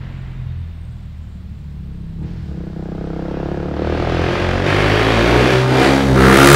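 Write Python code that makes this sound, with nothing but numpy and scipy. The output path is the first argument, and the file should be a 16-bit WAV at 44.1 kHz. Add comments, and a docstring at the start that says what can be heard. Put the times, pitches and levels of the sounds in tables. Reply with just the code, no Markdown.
"""On a quiet forest road a single-cylinder four-stroke supermoto rolls towards the microphone, coasting under a thin
whine; its revs blip for a downshift, with a hiss behind them, then it pulls hard until it is nearly alongside.
Each firing thumps the lowest orders, rings the open pipe and drives out rasping gas; one hard echo doubles this and
the tree trunks scatter it. Close by, the pipe mouth brays, and the loudest peaks overload the microphone."""
import sys
import numpy as np
from scipy import signal
from scipy.fft import rfft, irfft, next_fast_len
from scipy.io import wavfile
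from scipy.ndimage import uniform_filter1d

SR = 44100
rng = np.random.default_rng(int(sys.argv[2]) if len(sys.argv) > 2 else 0)


def output_pcm(signal):
    """Save a mono or channel-first signal as 16-bit PCM at the path in sys.argv[1].

    Samples are clipped to [-1, 1] before scaling.
    """
    pcm = np.clip(np.atleast_2d(signal).T, -1, 1) * 32767
    wavfile.write(sys.argv[1], SR, np.round(pcm).astype(np.int16))


N = 288855
TIME = np.arange(N) / SR
# closest distance of the bike's line to the microphone, and the distance at which levels are stated
KERB_M, REFERENCE_M = 1.8, 30
# distance around which the straight path starts to win over the trees
CLEAR_M = 9.8


def undb(db):
    """Decibels to gain."""
    return 10 ** (np.asarray(db) / 20)


def curves(table):
    """Each column of a table, joined by straight lines in time."""
    s, *columns = np.transpose(table)
    return [np.interp(TIME, s, column) for column in columns]


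def unit(x):
    """Scale to rms 1."""
    return x / np.sqrt(np.mean(x ** 2))


def band(x, lo_hz, hi_hz, order=3):
    """Band-pass; the lower the band, the later its pulses arrive."""
    edges_hz = [lo_hz, min(hi_hz, .47 * SR)]
    return signal.sosfilt(signal.butter(order, edges_hz, "band", fs=SR, output="sos"), x)


def ring(x, modes):
    """Sum of resonances, each given by its Hz, width in Hz and dB."""
    return sum(undb(db) * signal.lfilter(*signal.iirpeak(hz, hz / width, fs=SR), x)
               for hz, width, db in modes)


def noise(points):
    """Noise of rms 1 whose spectrum runs through points of Hz and relative dB."""
    hz, db = np.transpose(points)
    size = next_fast_len(N)
    bins_hz = np.maximum(np.fft.rfftfreq(size, 1 / SR), 1)
    gain = undb(np.interp(np.log(bins_hz), np.log(hz), db))
    return unit(irfft(rfft(rng.standard_normal(size)) * gain, size)[:N])


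def at_level(x, db, size=3500):
    """Give a sound (channels, samples) a running level; single firings keep their shape."""
    power = uniform_filter1d(uniform_filter1d(np.mean(x ** 2, axis=0), size), size)
    return x * undb(db) / np.sqrt(np.maximum(power, 1e-18))


def walk(rate):
    """Random levels held 1 / rate s and slewed twice; spread near 1."""
    k = int(SR / rate)
    held = np.repeat(rng.standard_normal(256), k)[:N]
    return 1.3 * uniform_filter1d(uniform_filter1d(held, k), k)


def per_firing(cycles):
    """One random value for each firing, gliding over to the next between the firings."""
    draws = rng.standard_normal(1024)
    held = draws[np.floor(cycles + .4).astype(int) + 1]
    return uniform_filter1d(uniform_filter1d(held, size=230), size=230)


def throttle():
    """Opening of the throttle, 0-1."""
    # nearly shut, a long steady roll on, then brief lifts. 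Each row: time in seconds, opening 0-1
    opening = [(1.25, 0.08), (1.6, 0.13), (1.92, 0.23), (2.17, 0.23), (2.25, 0.28), (2.42, 0.34),
               (2.73, 0.4), (3.4, 0.56), (3.71, 0.53), (3.86, 0.67), (4.03, 0.73), (4.4, 0.84),
               (4.635, 0.75), (4.685, 0.96), (5.53, 0.86), (5.67, 0.68), (5.84, 0.87), (6.0, 0.69),
               (6.13, 0.59), (6.23, 0.72), (6.55, 0.86)]
    return np.clip(curves(opening)[0], 0, 1)


def distance():
    """Metres from the microphone to the bike, which rides a straight line at a steady speed."""
    speed_m_s, passes_s = 21.2, 6.952
    return np.hypot(speed_m_s * (passes_s - TIME), KERB_M)


def loudness(register):
    """A register of the exhaust grows with the throttle and with nearness."""
    full_db, shut_db, bend, halving_db = register
    return full_db - shut_db * (1 - throttle()) ** bend + halving_db * np.log2(REFERENCE_M / distance())


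def trees(x, t60_s=1.0, first_s=0.025, side_db=-17):
    """Countless echoes, as from trunks, nearly alike at the two close microphone ports."""
    t = np.arange(SR) / SR
    envelope = np.exp(-np.log(1000) * t / t60_s) * (1 - np.exp(-t / first_s))
    mid, side = rng.standard_normal((2, SR)) * envelope
    echoes = (mid + undb(side_db) * np.array([side, -side])) / np.linalg.norm(mid)
    return signal.fftconvolve(x[None], echoes, axes=1)[:, :N]


def background(air_db=-38, flicker_db=2):
    """Quiet air and microphone hiss under flickering whines of narrow noise; the lowest sinks in pitch."""
    # still forest air and microphone hiss. Each row: frequency in Hz, relative level in dB
    air = [(30, 16), (100, 20), (400, -6.5), (1500, -13.5), (4000, -18.5), (8000, -37.5), (15000, -36)]
    # faint high whines. Each row: centre in Hz, width in Hz, level in dB before the flicker
    high_whines = [(7250, 800, -76.5), (8330, 110, -78), (13600, 600, -86)]
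    # whine that comes and goes as the bike coasts. Each row: time in seconds, level in dB before the flicker
    coast_level = [(0, -87), (0.5, -65), (1.1, -71), (1.5, -96)]
    coast_hz, sag_hz_per_s, coast_width_hz = 3750, 210, 130

    def whine(hz, width):
        lowpass = signal.butter(2, width / 2, fs=SR, output="sos")
        waver = signal.sosfilt(lowpass, rng.standard_normal(N))
        carrier = np.cos(2 * np.pi * np.cumsum(hz * np.ones(N)) / SR)
        return unit(waver * carrier) * undb(flicker_db * walk(9.55))

    high = sum(undb(db) * whine(hz, width) for hz, width, db in high_whines)
    coast = whine(coast_hz - sag_hz_per_s * TIME, coast_width_hz)
    return undb(air_db) * noise(air) + high + undb(curves(coast_level)[0]) * coast


def wash(fade_db_per_s=16, rise_s=0.0077):
    """Hard bursts of throttle ring on in the wood: coloured noise that rises fast and fades slowly."""
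    # colour of the ringing wood. Each row: frequency in Hz, relative level in dB
    wood_colour = [(200, 5.5), (300, 5.5), (450, -1.5), (1200, -4), (1950, -3), (2900, -8.5), (4500, -19),
                   (7000, -38), (12000, -57)]
    # bursts that ring on. Each row: start in seconds, level in dB from which it fades
    bursts = [(0, -41), (2.22, -48.5)]
    level = 0
    for start_s, db in bursts:
        t = np.maximum(TIME - start_s, 0)
        level = level + undb(db - fade_db_per_s * t) * (1 - np.exp(-t / rise_s))
    return noise(wood_colour) * level


def thump(cycles, hz, lag_s=0.02963, trim_db=0.7):
    """The slugs of gas leaving the pipe push out the lowest orders; no two firings are equally strong."""
    # lowest engine orders. Each row: multiple of the firing rate, relative dB, dB more at full throttle
    low_orders = [(1, -2, -4.5), (2, 0.5, -1.5), (3, -1.5, -7.5)]
    # how well the pipe carries them. 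Each row: frequency in Hz, relative level in dB
    drone_colour = [(30, 1.5), (45, -3), (64, 2), (72, -1.5), (86, 2), (103, -6.5), (118, 0), (130, 4.5),
                    (150, -1.5), (185, 2.5), (205, 2)]
    # running level of the low drone. Each row: time in seconds, level in dB before the trim
    drone_level = [(0, -26.5), (0.4, -26), (1.2, -36.5), (2.12, -32.5), (2.3, -29.5), (2.55, -33.5),
                   (3.7, -32), (4.1, -22), (4.55, -19.5), (4.68, -23), (4.9, -18.5), (5.15, -21),
                   (5.4, -18), (5.6, -20), (6.0, -18.5), (6.27, -9), (6.38, -16), (6.55, -11)]
    scatter_db, waver_db = 1.3, 1.4
    wobble = .018  # firings, at full throttle
    late = cycles - lag_s * hz + wobble * throttle() * walk(14)
    colour_hz, colour_db = np.transpose(drone_colour)
    orders = np.zeros(N)
    for k, db, load_db in low_orders:
        carried_db = np.interp(k * hz, colour_hz, colour_db)
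        random_db = waver_db * walk(11) + scatter_db * per_firing(cycles)
        gain = undb(db + load_db * throttle() + carried_db + random_db)
        orders -= gain * np.cos(2 * np.pi * round(k) * late)
    return at_level(orders[None], curves(drone_level)[0] + trim_db)[0]


def round_trips(x, trip_s=0.00654, heat=0.26, return_db=-4, flow_loss_db=-10, dull_hz=520, count=3):
    """The pressure wave runs up and down the pipe, duller each time; hot gas speeds it, strong flow damps it."""
    trip = trip_s / (1 + heat * throttle())
    kept = undb(return_db + flow_loss_db * throttle() ** 2)
    waves = [x]
    for _ in range(count):
        rounded = signal.lfilter(*signal.butter(1, dull_hz, fs=SR), waves[-1])
        waves.append(kept * np.interp(TIME - trip, TIME, rounded, left=0))
    return sum(waves)


def blowdown(cycles, hz):
    """One pressure spike per firing rings the pipe; under load firings are more even in time, less in strength."""
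    # silencer resonances. Each row: frequency in Hz, width in Hz, relative level in dB
    pipe_modes = [(131, 39, 7), (211, 84, 10.5), (290, 34, 0), (341, 330, -0.5), (417, 46, -1),
                  (600, 310, -5), (920, 170, -9), (1330, 280, 3)]
    # load steepens the pressure front: corner of the pulse, throttle shut and open
    shut_hz, open_hz, bend = 61.5, 1250, 1.37
    corner_hz = shut_hz + (open_hz - shut_hz) * throttle() ** bend
    scatter_db = .7 + 1.1 * throttle() ** 2
    idle_jitter, load_jitter = .007, .005  # firings
    jitter = idle_jitter + (load_jitter - idle_jitter) * throttle()
    z = np.exp(-hz / corner_hz + 2j * np.pi * (cycles + jitter * per_firing(cycles)))
    # a geometric series from the fourth order up: the higher the corner, the sharper the spike
    spikes = np.real(z ** 4 / (1 - z))
    uneven = spikes * undb(scatter_db * per_firing(cycles))
    return unit(ring(round_trips(uneven), pipe_modes))


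def gas(cycles, far_decay=0.27, near_decay=0.17, steady=0.057):
    """Turbulent gas bursts out and dies away within each cycle; close by, the bursts are crisper."""
    # gas jet at the pipe mouth. Each row: frequency in Hz, relative level in dB
    jet_colour = [(300, 2.5), (600, -5.5), (1050, -2.5), (1500, -1), (2200, -2.5), (3100, -4.5),
                  (4400, -7.5), (6500, -18.5), (9000, -23), (12500, -33.5), (15500, -58)]
    scatter_db = 1.4
    decay = near_decay + (far_decay - near_decay) / (1 + (CLEAR_M / distance()) ** 2)  # in firings
    puff = np.exp(-(cycles % 1) / decay) * undb(scatter_db * per_firing(cycles))
    return unit((steady + puff) * noise(jet_colour))


def shock(cycles, hz, front_s=0.00012, smear_s=0.011, smear_db=0):
    """Under load each firing leaves the pipe as a sharp crack with a short rattle behind it."""
    jitter = .011  # firings
    since_s = ((cycles + jitter * per_firing(cycles) + .5) % 1 - .5) / hz
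    crack = band(-np.exp(-(since_s / front_s) ** 2) * throttle(), 620, 4700, order=1)
    rattle = trees(crack, t60_s=smear_s, first_s=0.00056)[0]
    return unit(crack + undb(smear_db) * rattle)


def surges():
    """Gain of the exhaust as the combustion surges and sags."""
    # firings that burn harder or weaker. Each row: centre in seconds, half length in seconds, gain in dB
    burns = [(2.23, 0.037, 8.5), (2.422, 0.069, -8), (2.73, 0.036, -6), (2.775, 0.013, 3),
             (3.693, 0.073, 0), (3.82, 0.0059, 3), (3.88, 0.0098, 0.5), (4.44, 0.3, -2), (4.622, .05, 0),
             (5.367, 0.15, 1.5), (5.647, 0.1, -3.5), (5.794, 0.11, 1.5), (6.043, 0.084, -2.5),
             (6.243, 0.093, 0)]
    return undb(sum(db * np.exp(-((TIME - s) / half_s) ** 2) for s, half_s, db in burns))


def two_paths(x, echo_s=0.0259, straight_db=-4, halving_db=7.5):
    """Straight sound and one hard echo from behind the microphone: orders swell and fade through their comb."""
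    # the ground weakens the straight path against the echo, less so as the bike nears
    straight = undb(straight_db + halving_db * np.log2(REFERENCE_M / distance()))
    echo = np.interp(TIME - echo_s, TIME, x, left=0)
    return (straight * x + echo) / np.hypot(straight, 1)


def ports(x, lag_s=0.00002, scatter_db=3, nearness=1.64):
    """Close by, the left port hears later, and a short diffuse scatter joins the two with opposite signs."""
    lag = lag_s * (KERB_M / distance()) ** 1.1
    slope = np.gradient(x, axis=1) * SR
    diffuse = trees(x[0], t60_s=0.0024, first_s=0.00033)[0]
    scatter = undb(scatter_db) * (KERB_M / distance()) ** nearness * diffuse
    return x + np.array([[-1], [1]]) * (slope * lag / 2 + scatter)


def motorcycle():
    """Thump, ringing pipe and gas jet, heard straight, off one hard echo and through the trees."""
    # engine speed as heard. Each row: time in seconds, firings per second in Hz
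    firing_rate = [(0, 44.79), (0.474, 42.03), (0.974, 39.49), (1.274, 36.67), (1.624, 35.78),
                   (2.104, 31.91), (2.274, 44.27), (2.564, 31.54), (2.874, 32.22), (3.374, 34.16),
                   (3.674, 36.29), (4.024, 40.8), (4.134, 41.81), (4.324, 44.32), (4.524, 45.01),
                   (4.774, 51.62), (4.944, 53.34), (5.494, 64.04), (5.674, 64.34), (5.894, 68.37),
                   (6.004, 67.6), (6.074, 64.19), (6.154, 66.31), (6.234, 65.36), (6.55, 71.92)]
    # the pipe mouth whistles in the gas. Each row: frequency in Hz, width in Hz, relative level in dB
    mouth_modes = [(1320, 1400, 9.5), (1690, 200, -22), (2330, 920, 8)]
    # bass from the trees against the straight path. Each row: time in seconds, relative level in dB
    bass_scatter = [(0, 3), (2.2, -0.5), (2.8, -12.5), (3.85, -4.5), (4.5, 2.5), (5.4, 5), (5.85, 3),
                    (6.55, 1.5)]
    # registers from deep to bright. 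Each row: dB at full throttle and the reference distance,
    # dB lost with the throttle shut, bend of that loss (higher speaks earlier), dB gained per halved distance
    boom_level = (-20.5, 18.5, 5.5, 4)
    growl_level = (-17.5, 45, 3, 4.5)
    bark_level = (-19, 76.5, 3, 3.5)
    rasp_level = (-20, 57, 1.55, 5)
    crackle_level = (-19, 72.5, 1.5, 5.5)
    hiss_level = (-25.5, 78, 1.9, 7)
    sizzle_level = (-37.5, 49.5, 1.13, 14)

    hz, = curves(firing_rate)
    cycles = np.cumsum(hz) / SR - .22  # counts the firings
    # from far off the ground weakens the straight path of the treble, so most of it comes from the trees
    bass_wet = undb(curves(bass_scatter)[0])
    treble_wet = undb(4.5) / (1 + (CLEAR_M / distance()) ** 2) ** 1.66

    low = thump(cycles, hz)
    pipe = two_paths(blowdown(cycles, hz))
    jet = two_paths(gas(cycles))
    crack = two_paths(shock(cycles, hz))

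    low = undb(-0.5) * low + undb(-6.5) * trees(low, t60_s=1.0, side_db=-20.5)
    fizz = jet + undb(-22.5) * crack + treble_wet * trees(jet, t60_s=1.0, side_db=-106)
    pipe_trees = trees(pipe, t60_s=1.0, first_s=0.005, side_db=-24.0)
    body = pipe + bass_wet * pipe_trees + undb(-14.5) * fizz
    mouth = undb(-9.0) * pipe + undb(7) * ring(jet, mouth_modes) + undb(5) * crack
    whistling_jet = jet + undb(3.5) * ring(jet, mouth_modes)
    spray = mouth + treble_wet * trees(whistling_jet, t60_s=0.99, first_s=0.045, side_db=-61)

    boom = at_level(band(body, 140.0, 215.4, order=2), loudness(boom_level))
    # the boom falls silent once the revs lift the fourth order above it
    boom = boom / (1 + (4 * hz / 225) ** 16)
    growl = at_level(band(body, 245, 403, order=2), loudness(growl_level))
    bark = at_level(band(body + undb(-33.0) * fizz, 445.5, 910, order=4), loudness(bark_level))
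    rasp = at_level(band(spray, 967, 1755), loudness(rasp_level))
    crackle = at_level(band(spray, 1830, 3500), loudness(crackle_level))
    hiss = at_level(band(fizz, 2430, 6400), loudness(hiss_level))
    sizzle = at_level(band(fizz, 8700, 24300), loudness(sizzle_level))

    deep = low + np.sqrt(surges()) * boom + surges() * (growl + bark)
    bright = rasp + bray(crack, jet) + crackle + hiss + sizzle
    return ports(deep + bright)


def blip_hiss(lo_hz=2900, hi_hz=5400):
    """A distant hiss, band-passed noise, comes up with the downshift and stays under the engine."""
    # hiss that follows the blip. Each row: time in seconds, level in dB
    hiss_rise = [(2.2, -75), (2.28, -58.5), (2.7, -62.5), (3.3, -59)]
    return unit(band(rng.standard_normal(N), lo_hz, hi_hz, order=2)) * undb(curves(hiss_rise)[0])


def bray(crack, jet, gas_db=-5):
    """Pressure spikes and gas puffs ring the pipe mouth on every firing, loudest at close range."""
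    # braying mouth. Each row: frequency in Hz, width in Hz, relative level in dB
    bray_modes = [(1205, 26, -3), (1390, 135, -1), (2120, 1460, -5.5)]
    # running level of the bray. Each row: time in seconds, level in dB
    bray_level = [(2.6, -89), (2.9, -60), (3.6, -46.5), (5.65, -36), (5.8, -26.5), (5.98, -54), (6.12, -45),
                  (6.17, -22), (6.25, -17), (6.4, -13), (6.55, -11.5)]
    spikes, puffs = (unit(band(ring(x, bray_modes), 930, 2520)) for x in (crack, jet))
    return at_level((spikes + undb(gas_db) * puffs)[None], curves(bray_level)[0])


def scene():
    """The motorcycle on the quiet forest road."""
    return motorcycle() + wash() + blip_hiss() + background()


def record(dry, drive_db=1.13, knee=17.0, top_hz=15700):
    """The microphone flattens the loudest peaks, and a steep low-pass cuts the top."""
    x = dry * undb(drive_db)
    clipped = x / (1 + np.abs(x) ** knee) ** (1 / knee)
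    return signal.sosfilt(signal.ellip(10, .1, 70, top_hz, fs=SR, output="sos"), clipped)


dry = scene()
out = record(dry)
output_pcm(out)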